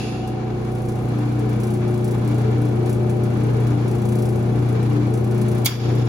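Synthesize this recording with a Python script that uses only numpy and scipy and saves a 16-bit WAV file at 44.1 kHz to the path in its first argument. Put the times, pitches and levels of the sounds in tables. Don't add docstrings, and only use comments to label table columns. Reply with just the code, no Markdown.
import sys
import numpy as np
from scipy import signal
from scipy.fft import rfft, irfft
from scipy.io import wavfile
from scipy.ndimage import uniform_filter1d, minimum_filter1d

SR = 44100
rng = np.random.default_rng(int(sys.argv[2]) if len(sys.argv) > 2 else 0)


def bounce(signal):
    frames = np.transpose(np.atleast_2d(signal))
    limited = np.clip(frames, -1, 1)
    pcm = np.round(limited * 32767).astype(np.int16)
    wavfile.write(sys.argv[1], SR, pcm)


N = 268392
TIME = np.arange(N) / SR
BIN_HZ = np.arange(N // 2 + 1) * SR / N

HUM_HZ, SHAFT_HZ = 119.86, 29.386
WAVER_HZ = 4.3
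TICK_START_DB = -11


def from_db(db):
    return 10 ** (np.asarray(db) / 20)


def rms_one(x):
    return x / np.sqrt(np.mean(x ** 2) + 1e-20)


def in_time(rows):
    s, *columns = np.transpose(rows)
    return [np.interp(TIME, s, column) for column in columns]


def at_hz(points, hz):
    f, value = np.transpose(points)
    return np.interp(np.log(hz + 1e-6), np.log(f), value)


def pan(db):
    return from_db(np.array([[.5], [-.5]]) * db)


def drift(rate):
    count = N // 32 + 2
    hz = np.arange(count // 2 + 1) * SR / N
    smoothing = 1 / (1 + (hz / rate) ** 2) ** 2
    slow = irfft(rfft(rng.standard_normal(count)) * smoothing, count)
    return np.interp(np.linspace(0, count - 1, N), np.arange(count), rms_one(slow))


def two_drifts(rate):
    return np.array([drift(rate) + 1j * drift(rate) for _ in "LR"])


def cabinet(hz):
    # centre in Hz, width in Hz, lift in dB.
    resonances = [(753, 138, 3.2), (1012, 128, 0.5), (1227, 113, 1.2), (1464, 180, 2.7), (1744, 220, 2.0),
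                  (2304, 220, 4.4), (2734, 220, 2.0), (3402, 220, 4.1), (5167, 120, 4.3), (5577, 110, 3.5),
                  (5986, 220, 4.6), (6330, 107, 2.5), (6912, 98, 3.0), (7407, 220, 4.9), (7730, 81, 2.7),
                  (8031, 92, 2.7), (8548, 220, 7.2), (8957, 150, 3.3), (9173, 114, 5.4), (10249, 220, 7.6),
                  (11304, 123, 4.7), (12252, 196, 7.4), (13630, 189, 4.8)]
    lift_db = sum(db / (1 + (2 * (hz - centre) / width) ** 2) for centre, width, db in resonances)
    grid = np.arange(0, SR / 2, 22)
    ripple = np.interp(hz, grid, rng.standard_normal(len(grid)))
    ripple_db = 2.4 * ripple * np.clip(hz / 600 - 1, 0, 1)
    return from_db(lift_db + ripple_db)


def stereo_noise(spectrum):
    # frequency in Hz, correlation from 0 to 1.
    likeness = [(30, .75), (80, .96), (170, .95), (280, .78), (450, .45), (800, .35), (1500, 0), (16000, 0)]
    # frequency in Hz, left over right in dB.
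    lean = [(30, 24), (80, -4.5), (400, 2), (900, 4), (1800, 0), (3500, 0), (5500, -4), (8000, -0.5)]
    mid, side = rng.standard_normal((2, len(BIN_HZ))) + 1j * rng.standard_normal((2, len(BIN_HZ)))
    alike = np.clip(at_hz(likeness, BIN_HZ), -1, 1)
    both = np.sqrt(1 + alike) * mid + np.sqrt(1 - alike) * side * [[1], [-1]]
    low_cut = 1 / (1 + (spectrum[0][0] / 2 / (BIN_HZ + 1)) ** 2)
    high_cut = 1 / (1 + (BIN_HZ / spectrum[-1][0] / 2) ** 2) ** 2
    colour = low_cut * high_cut * from_db(at_hz(spectrum, BIN_HZ)) * cabinet(BIN_HZ)
    return rms_one(irfft(both * colour * pan(at_hz(lean, BIN_HZ)), N))


def bursts(rows):
    power = np.zeros(N)
    for s, db, t60 in rows:
        start = max(round(s * SR), 0)
        age = TIME[:min(N - start, int(2 * t60 * SR))]
        power[start:start + len(age)] += from_db(db - 60 * age / t60) ** 2
    return np.sqrt(power)


def swells(rows):
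    return sum(from_db(db) * np.exp(-2 * ((TIME - s) / length) ** 2) for s, length, db in rows)


def resonance(x, hz, width_hz):
    r = np.exp(-np.pi * width_hz / SR)
    feed = np.array([1, 0, -1]) * (1 - r * r) / 2
    feedback = [1, -2 * r * np.cos(2 * np.pi * hz / SR), r * r]
    return signal.lfilter(feed, feedback, x + 1e-18)


def tone(hz, lead, wander, flutter_db):
    phase = 2 * np.pi * (hz * TIME + rng.random()) + wander * drift(14.0)
    sine = np.sin(phase + np.array([[.5], [-.5]]) * lead)
    return np.sqrt(2) * sine * from_db(flutter_db * drift(7.7))


def at_ports(x):
    # frequency in Hz, cycles by which the left port lags.
    port_lag = [(0, 0), (8400, 1.5), (13450, 2.5), (16000, 3.05)]
    cycles = np.interp(BIN_HZ, *np.transpose(port_lag))
    left = irfft(rfft(x) * np.exp(-2j * np.pi * cycles), N)
    return np.array([left, x])


def switch_ring(squeal_db=-45.5, wash_db=-35.5, wash_t60=1.25):
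    # frequency in Hz, relative density in dB per Hz.
    ring_spectrum = [(1200, 4), (2100, -1), (2650, 9.5), (3100, 1), (3600, 4), (4700, 5), (5600, -5.5),
                     (7000, -0.5), (8000, -23), (9200, -9), (10200, -5), (11000, -11), (16000, -30)]
    # time in seconds, pitch in Hz, level in dB against squeal_db.
    squeal_curve = [(0, 2540, 4), (.02, 2700, -3), (.035, 2800, -1), (.06, 2720, -4), (.09, 2660, 1),
                    (.12, 2620, -7), (.135, 2750, -3), (.165, 2740, -5), (.185, 2630, -8), (.21, 2650, -2),
                    (.226, 2720, -13), (.24, 2910, -2), (.28, 2770, -5), (.33, 2800, -12), (.45, 2770, -28),
                    (.6, 2770, -80)]
    roughness, spread_hz = .8, 190
    wash = stereo_noise(ring_spectrum) * bursts([(0, wash_db, wash_t60)])
    pitch_hz, level_db = in_time(squeal_curve)
    whistle = np.exp(2j * np.pi * np.cumsum(pitch_hz) / SR)
    squeal = rms_one(np.real(whistle * (1 + roughness * two_drifts(spread_hz))))
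    return wash + from_db(squeal_db + level_db) * squeal


def drum_drag():
    # middle in seconds, length in seconds, strength.
    drags = [(1.34, 0.53, 1.1), (2.478, 0.4, 1), (3.61, 0.33, 1.2), (4.82, 0.54, 1.04), (5.95, 0.53, 1)]
    edge_s = 0.1
    return sum(strength * (.5 + .5 * np.tanh((length - 2 * np.abs(TIME - middle)) / edge_s))
               for middle, length, strength in drags)


def motor(hum_db, side_follow=0.46):
    # multiple of the hum, shaft sideband number, level in dB against its curve,
    # left over right in dB, left lead in radians.
    lines = [(0, 1, -31.7, 1.4, -0.3), (1, -1, -18.8, 7.2, -0.3), (1, 0, 0.0, 1.6, 0.1),
             (1, 1, -13.0, -0.5, -0.0), (1, 2, -21.6, 0.8, -0.3), (2, -1, -10.2, 4.4, -0.1),
             (2, 0, -15.0, -2.1, -0.2), (2, 1, -20.0, -0.8, 0.6), (3, -1, -19.0, 2.8, -0.0),
             (3, 0, 0.0, 5.7, -0.8), (4, 0, -24.0, 8.8, -2.0), (4, 1, -30.6, 2.6, -0.2),
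             (5, 0, 0.0, 4.4, -0.9), (6, -1, -32.7, 5.4, -0.9), (7, 0, -31.5, -1.7, 1.1),
             (10, 2, -40.5, 0, 0)]
    # time in seconds, level in dB against the other sidebands.
    sideband_level = [(0, -1.5), (0.6, 0), (1.3, -2), (1.6, 2), (2.1, 0.5), (2.7, -1), (3.25, 3),
                      (3.68, -4.5), (4.15, 3.5), (4.7, -3), (5.15, 0.5), (5.42, 4), (5.6, 2), (5.8, -5),
                      (6.09, -6)]
    # time in seconds, level in dB.
    third_level = [(0, -38.5), (0.95, -32.5), (1.15, -42), (1.42, -59), (1.65, -30), (1.9, -28), (2.2, -30),
                   (2.35, -57), (2.58, -51), (2.76, -31.5), (3.25, -29), (3.5, -46), (3.75, -43),
                   (3.9, -36), (4.2, -26.5), (4.48, -33), (4.75, -37.5), (5.0, -42), (5.13, -33),
                   (5.55, -29.5), (5.8, -37), (6.09, -34)]
    # time in seconds, level in dB.
    fifth_level = [(0, -58), (0.8, -47), (1.4, -52), (1.95, -40), (2.25, -45), (2.5, -48), (2.95, -41.5),
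                   (3.3, -41), (3.72, -51), (4.05, -44.5), (4.4, -40.5), (4.8, -53), (5.2, -46),
                   (5.55, -41), (5.85, -46), (6.09, -51)]
    middle_db = np.median(hum_db)
    side_db = middle_db + side_follow * (hum_db - middle_db)
    own_db = {(1, 0): hum_db, (2, -1): side_db + in_time(sideband_level)[0],
              (3, 0): in_time(third_level)[0], (5, 0): in_time(fifth_level)[0]}
    out = np.zeros((2, N))
    for multiple, sideband, db, lean_db, lead in lines:
        which = (multiple, sideband)
        unrest = .25 if which == (1, 0) else 1
        hz = multiple * HUM_HZ + sideband * SHAFT_HZ
        line = tone(hz, lead, wander=.15 * unrest, flutter_db=1.1 * unrest)
        out += line * pan(lean_db) * from_db(db + own_db.get(which, side_db))
    return out


def drone_level():
    # middle in seconds, length in seconds,
    # peak in dB before the blower's trim.
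    drone_swells = [(1.2, 0.14, -28), (1.41, 0.26, -27), (2.307, 0.1, -24.5), (2.634, 0.135, -24),
                    (2.89, .09, -33), (3.44, 0.08, -26), (3.745, .125, -24.5), (4.61, 0.2, -27.5),
                    (4.985, 0.18, -22.5), (5.96, 0.2, -31)]
    rest_db, waver_db = -40, 2.5
    rest = from_db(rest_db + waver_db * drift(WAVER_HZ))
    return 20 * np.log10(np.hypot(swells(drone_swells), rest))


def blower(drone_db):
    drone = tone(297, lead=.05, wander=.18, flutter_db=.4)
    return drone * from_db(drone_db - 2.5) * pan(6.5)


def panel(level_db):
    # time in seconds, level in dB.
    boom_level = [(0, -48), (0.2, -43), (0.7, -38), (1.0, -47), (1.5, -39), (2.0, -77), (6.09, -60)]
    # time in seconds, level in dB.
    whine_level = [(0, -43), (0.15, -42.5), (0.55, -43.5), (0.88, -41.5), (1.05, -44), (1.6, -51),
                   (6.09, -58)]
    boom = tone(56.5, lead=0, wander=.15, flutter_db=.5) * from_db(in_time(boom_level)[0])
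    low = tone(4 * HUM_HZ + SHAFT_HZ, lead=0, wander=.2, flutter_db=1.5)
    whine = tone(6 * HUM_HZ + SHAFT_HZ, lead=.3, wander=.5, flutter_db=1.5)
    return boom * pan(-1.5) + from_db(level_db - 48.5) * low + whine * from_db(in_time(whine_level)[0])


def drum(rumble_db, body_db=-25.0, crossover_hz=340):
    # frequency in Hz, relative density in dB per Hz.
    rumble_spectrum = [(25, -27), (42, -29), (56, -8), (80, -10), (105, -10.5), (180, -6), (250, -10.5),
                       (310, -5.5), (440, -5), (540, -9.5), (640, -12), (760, -6), (900, -14.5),
                       (1600, -25)]
    # frequency in Hz, relative density in dB per Hz.
    rub_spectrum = [(700, 2), (1000, 7), (1300, 1), (1600, -1), (1900, -4.5), (2350, -4.5), (2900, -10),
                    (3450, -10.5), (4200, -10), (5500, -18.5), (7000, -17), (10000, -63), (16000, -27)]
    # time in seconds, rubbing level in dB before a lift of 4 dB.
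    rub_level = [(0, -49.5), (0.5, -45.5), (0.95, -48), (1.15, -44), (1.42, -43), (1.65, -44.5),
                 (2.15, -44.5), (2.3, -41.3), (2.62, -43), (2.85, -44), (3.22, -45.5), (3.42, -42.5),
                 (3.75, -41.5), (3.9, -44.5), (4.4, -45.5), (4.6, -43), (5.02, -41.5), (5.14, -46),
                 (5.6, -42.5), (5.85, -44), (6.09, -41.5)]
    rumble = stereo_noise(rumble_spectrum)
    deep = signal.sosfiltfilt(signal.butter(2, crossover_hz, fs=SR, output="sos"), rumble)
    body = deep * from_db(body_db + 1.8 * (rumble_db - rumble_db.mean()))
    shell = (rumble - deep) * from_db(rumble_db + 4.0)
    grain_db = 1.28 * drift(43)
    rub = stereo_noise(rub_spectrum) * from_db(in_time(rub_level)[0] + 4.0 + grain_db)
    return body + shell + rub


def rollers(front):
    # frequency in Hz, relative density in dB per Hz.
    growl_spectrum = [(280, -21), (380, -3), (440, -2), (480, -7), (560, -32), (800, -31.5)]
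    # middle in seconds, length in seconds, peak in dB.
    surges = [(1.47, 0.11, -30.5), (2.22, .12, -41), (2.5, 0.22, -28.5), (2.87, 0.12, -33),
              (3.13, 0.075, -29), (3.53, 0.17, -28), (3.9, .1, -30), (4.2, 0.11, -31.5), (4.5, 0.17, -44),
              (4.76, 0.13, -30), (4.95, 0.07, -31), (5.15, 0.13, -29), (5.95, 0.2, -36)]
    rest = from_db(-34 - 5 * front)
    return stereo_noise(growl_spectrum) * np.hypot(swells(surges), rest)


def unsettled(s):
    settle_s = 0.66
    return np.clip(2 * (1 - s / settle_s), 0, 1)


def tick_hits(drag, sharp_db=7.5):
    # start in seconds, length in seconds, lift in dB.
    spells = [(0.7, .4, 5.5), (1.9, .55, 7), (2.6, .12, 4), (3.3, .42, 5), (3.93, .09, 7.5), (4.28, .16, 7),
              (4.54, .22, 2.5), (4.88, .08, 6), (5.23, .42, 8.5)]
    # time in seconds, level in dB before the lift sharp_db.
    sharp_ticks = [(0.273, -39.5), (1.3907, -41.5), (1.4915, -40.5), (1.5274, -44), (1.5993, -38),
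                   (1.6342, -35.5), (1.6676, -38.5), (1.703, -38.5), (1.7365, -37.5), (1.8771, -41.5),
                   (2.042, -35), (2.108, -36), (2.2752, -37.5), (2.3804, -40.5), (2.858, -38.5),
                   (2.8933, -35), (2.9267, -36), (3.0945, -38), (3.234, -38), (3.8776, -37.5),
                   (3.9105, -39), (4.0517, -37.5), (4.0861, -37), (4.12, -36.5), (4.1525, -36.5),
                   (4.1864, -36.5), (4.2198, -35), (4.2542, -37), (4.6867, -40), (4.8274, -40.5),
                   (5.137, -35.5), (5.1726, -40.5), (5.4131, -35), (5.4585, -48), (5.482, -36.5),
                   (5.5139, -38), (5.5797, -38)]
    first_s, early_s = 0.0345, 0.0065
    faint_db, drag_db, scatter_db = -43, 1, 2.5
    s = np.arange(first_s, TIME[-1], 1 / SHAFT_HZ)
    dragging = np.interp(s, TIME, drag)
    db = faint_db + drag_db * dragging + TICK_START_DB * unsettled(s)
    db = db + scatter_db * rng.standard_normal(len(s))
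    for start, length, spell_db in spells:
        db = db + spell_db * ((s >= start) & (s < start + length))
    sharp = np.array(sharp_ticks) + [0, sharp_db]
    free = np.abs(s[:, None] - sharp[:, 0]).min(axis=1) > .5 / SHAFT_HZ
    faint = list(zip((s - early_s * dragging)[free], db[free]))
    return faint + list(sharp)


def shaft_ticks(drag, after_db=-8, steady_db=-48, contact_t60=0.067, after_t60=0.23):
    # frequency in Hz, relative density in dB per Hz.
    scuff_spectrum = [(1500, -13), (4000, 2), (5500, -2), (8500, 6), (10200, 2.5), (11000, -0.5),
                      (13000, 1), (15000, -7), (16000, -2.5)]
    hits = tick_hits(drag)
    contact = bursts([(s, db, contact_t60) for s, db in hits])
    after = bursts([(s, db + after_db, after_t60) for s, db in hits])
    steady = from_db(steady_db + TICK_START_DB * unsettled(TIME))
    total = np.sqrt(contact ** 2 + after ** 2 + steady ** 2)
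    pressure = signal.lfilter(*signal.butter(1, 125, fs=SR), total)
    colour = from_db(at_hz(scuff_spectrum, BIN_HZ)) * cabinet(BIN_HZ)
    noise = rms_one(irfft(rfft(rng.standard_normal(N)) * colour, N))
    return from_db(-8.0) * at_ports(pressure * noise)


def valve_body(force):
    # frequency in Hz, width in Hz, relative level in dB.
    body_modes = [(2160, 120, 2), (2350, 130, 0), (2700, 180, -8), (3290, 170, 2.5), (3520, 140, 2),
                  (3690, 180, 0), (4650, 190, -1), (4900, 190, -4.5), (5450, 260, -6.5), (6100, 180, -5),
                  (6500, 170, -5), (6800, 240, -3), (7700, 480, -7.5), (8550, 540, -5.5), (10300, 400, -14),
                  (11400, 420, -4), (12700, 300, -11), (14600, 370, -10), (15000, 500, -10.5)]
    ring = sum((-1) ** k * from_db(db) * resonance(force, hz, width)
               for k, (hz, width, db) in enumerate(body_modes))
    crack = signal.sosfilt(signal.butter(2, 2400, "high", fs=SR, output="sos"), force + 1e-18)
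    return ring + from_db(-17.5) * crack


def bracket(struck_s, ring_db=-32.5):
    # frequency in Hz, level in dB against ring_db, t60 in seconds.
    bracket_modes = [(1375, -6, .4), (2170, 1, .4), (2360, -1, .5), (2790, -5, .3), (3300, -1, .4),
                     (3490, -4, .5), (3680, -3, .3), (4560, -2, .2), (4670, 0, .5), (4950, -1, .45),
                     (5540, -2, .35), (5850, -6, .35), (6800, -2, .35), (7450, -8, .3)]
    ring = 0
    for hz, db, t60 in bracket_modes:
        rough = rms_one(np.real(two_drifts(55) * np.exp(2j * np.pi * hz * TIME)))
        ring = ring + rough * bursts([(struck_s, ring_db + db, t60)])
    return ring


def gas_valve(early_db=-22.5, early_t60=0.36, late_db=-32.0, late_t60=1.64,
              linger_db=-30, linger_t60=0.55, split_hz=7000):
    # time in seconds, strength in dB,
    # rattle t60 in seconds, weight of the low part in dB.
    contacts = [(5.646, -14, 0.06, -10), (5.6503, -13.5, 0.33, -6), (5.655, -20, 0.04, 7),
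                (5.6579, 9.5, 0.017, -8.5), (5.6613, 2.5, 0.037, 1.5), (5.665, -5.5, 0.096, 2)]
    # frequency in Hz, relative density in dB per Hz.
    wash_spectrum = [(1200, 7.5), (2200, 0.5), (2850, 2), (3350, 3.5), (4100, -1), (4650, 1), (5600, -1.5),
                     (6300, -8), (6850, 0), (7900, -45), (10300, -16), (11500, -11), (16000, -41)]
    seated = max(contacts, key=lambda row: row[1] + row[3])[0]
    linger = [(seated, linger_db, linger_t60)]
    bright_rows = [(s, db, t60) for s, db, t60, _ in contacts]
    heavy_rows = [(s, db + weight_db, t60) for s, db, t60, weight_db in contacts]
    bright = bursts(bright_rows + linger) * rng.standard_normal(N)
    heavy = bursts(heavy_rows + linger) * rng.standard_normal((2, N))
    high, low = (signal.butter(4, split_hz, kind, fs=SR, output="sos") for kind in ("high", "low"))
    force = at_ports(signal.sosfilt(high, bright + 1e-18)) + signal.sosfilt(low, heavy + 1e-18)
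    knock = from_db(-10.5) * resonance(force, 850, 420)
    thump = -bursts([(seated, -9, .04)]) * np.cos(2 * np.pi * 145 * (TIME - seated))
    fading = bursts([(seated, early_db, early_t60), (seated, late_db, late_t60)])
    shudder = from_db(2 * drift(60))
    wash = stereo_noise(wash_spectrum) * fading * shudder
    body = (from_db(1.0) * valve_body(force) + knock) * pan(-0.76)
    return body + thump + wash + bracket(seated)


def scene():
    # time in seconds, level in dB.
    hum_level = [(0, -27), (0.04, -29.5), (0.55, -26.5), (1.2, -23.5), (1.8, -22), (2.3, -20.5),
                 (6.09, -20.5)]
    # time in seconds, relative level in dB.
    panel_level = [(0, -1.5), (0.9, 0.5), (1.45, -5.5), (2.0, -12), (6.09, -25)]
    hum_db, = in_time(hum_level)
    panel_db, = in_time(panel_level)
    drag, front = drum_drag(), from_db(panel_db)
    rumble_db = -38.5 - 0.5 * drag - 2 * front + 0.46 * drift(WAVER_HZ)
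    hum = motor(hum_db + 1.5 * drag) * pan(.7 - 3.6 * front)
    running = hum + blower(drone_level()) + panel(panel_db)
    running = running + drum(rumble_db) + rollers(front) + shaft_ticks(drag)
    return running + switch_ring() + gas_valve()


def gain_control(x, threshold_db=-13.5, hold_s=0.1, release_db_per_s=65):
    level_db = 10 * np.log10(uniform_filter1d(np.mean(x ** 2, axis=0), size=260) + 1e-12)
    half = int(hold_s * SR / 2)
    excess_db = np.maximum(level_db - threshold_db, 0)
    held_db = -minimum_filter1d(-excess_db, 2 * half + 1, origin=half)
    release_db = release_db_per_s * TIME
    cut_db = np.maximum.accumulate(held_db + release_db) - release_db
    return x * from_db(-uniform_filter1d(cut_db, size=90))


def record(dry):
    limited = np.clip(gain_control(dry), -1, 1)
    return signal.sosfilt(signal.ellip(10, .1, 90, 15900, fs=SR, output="sos"), limited)


dry = scene()
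out = record(dry)
bounce(out)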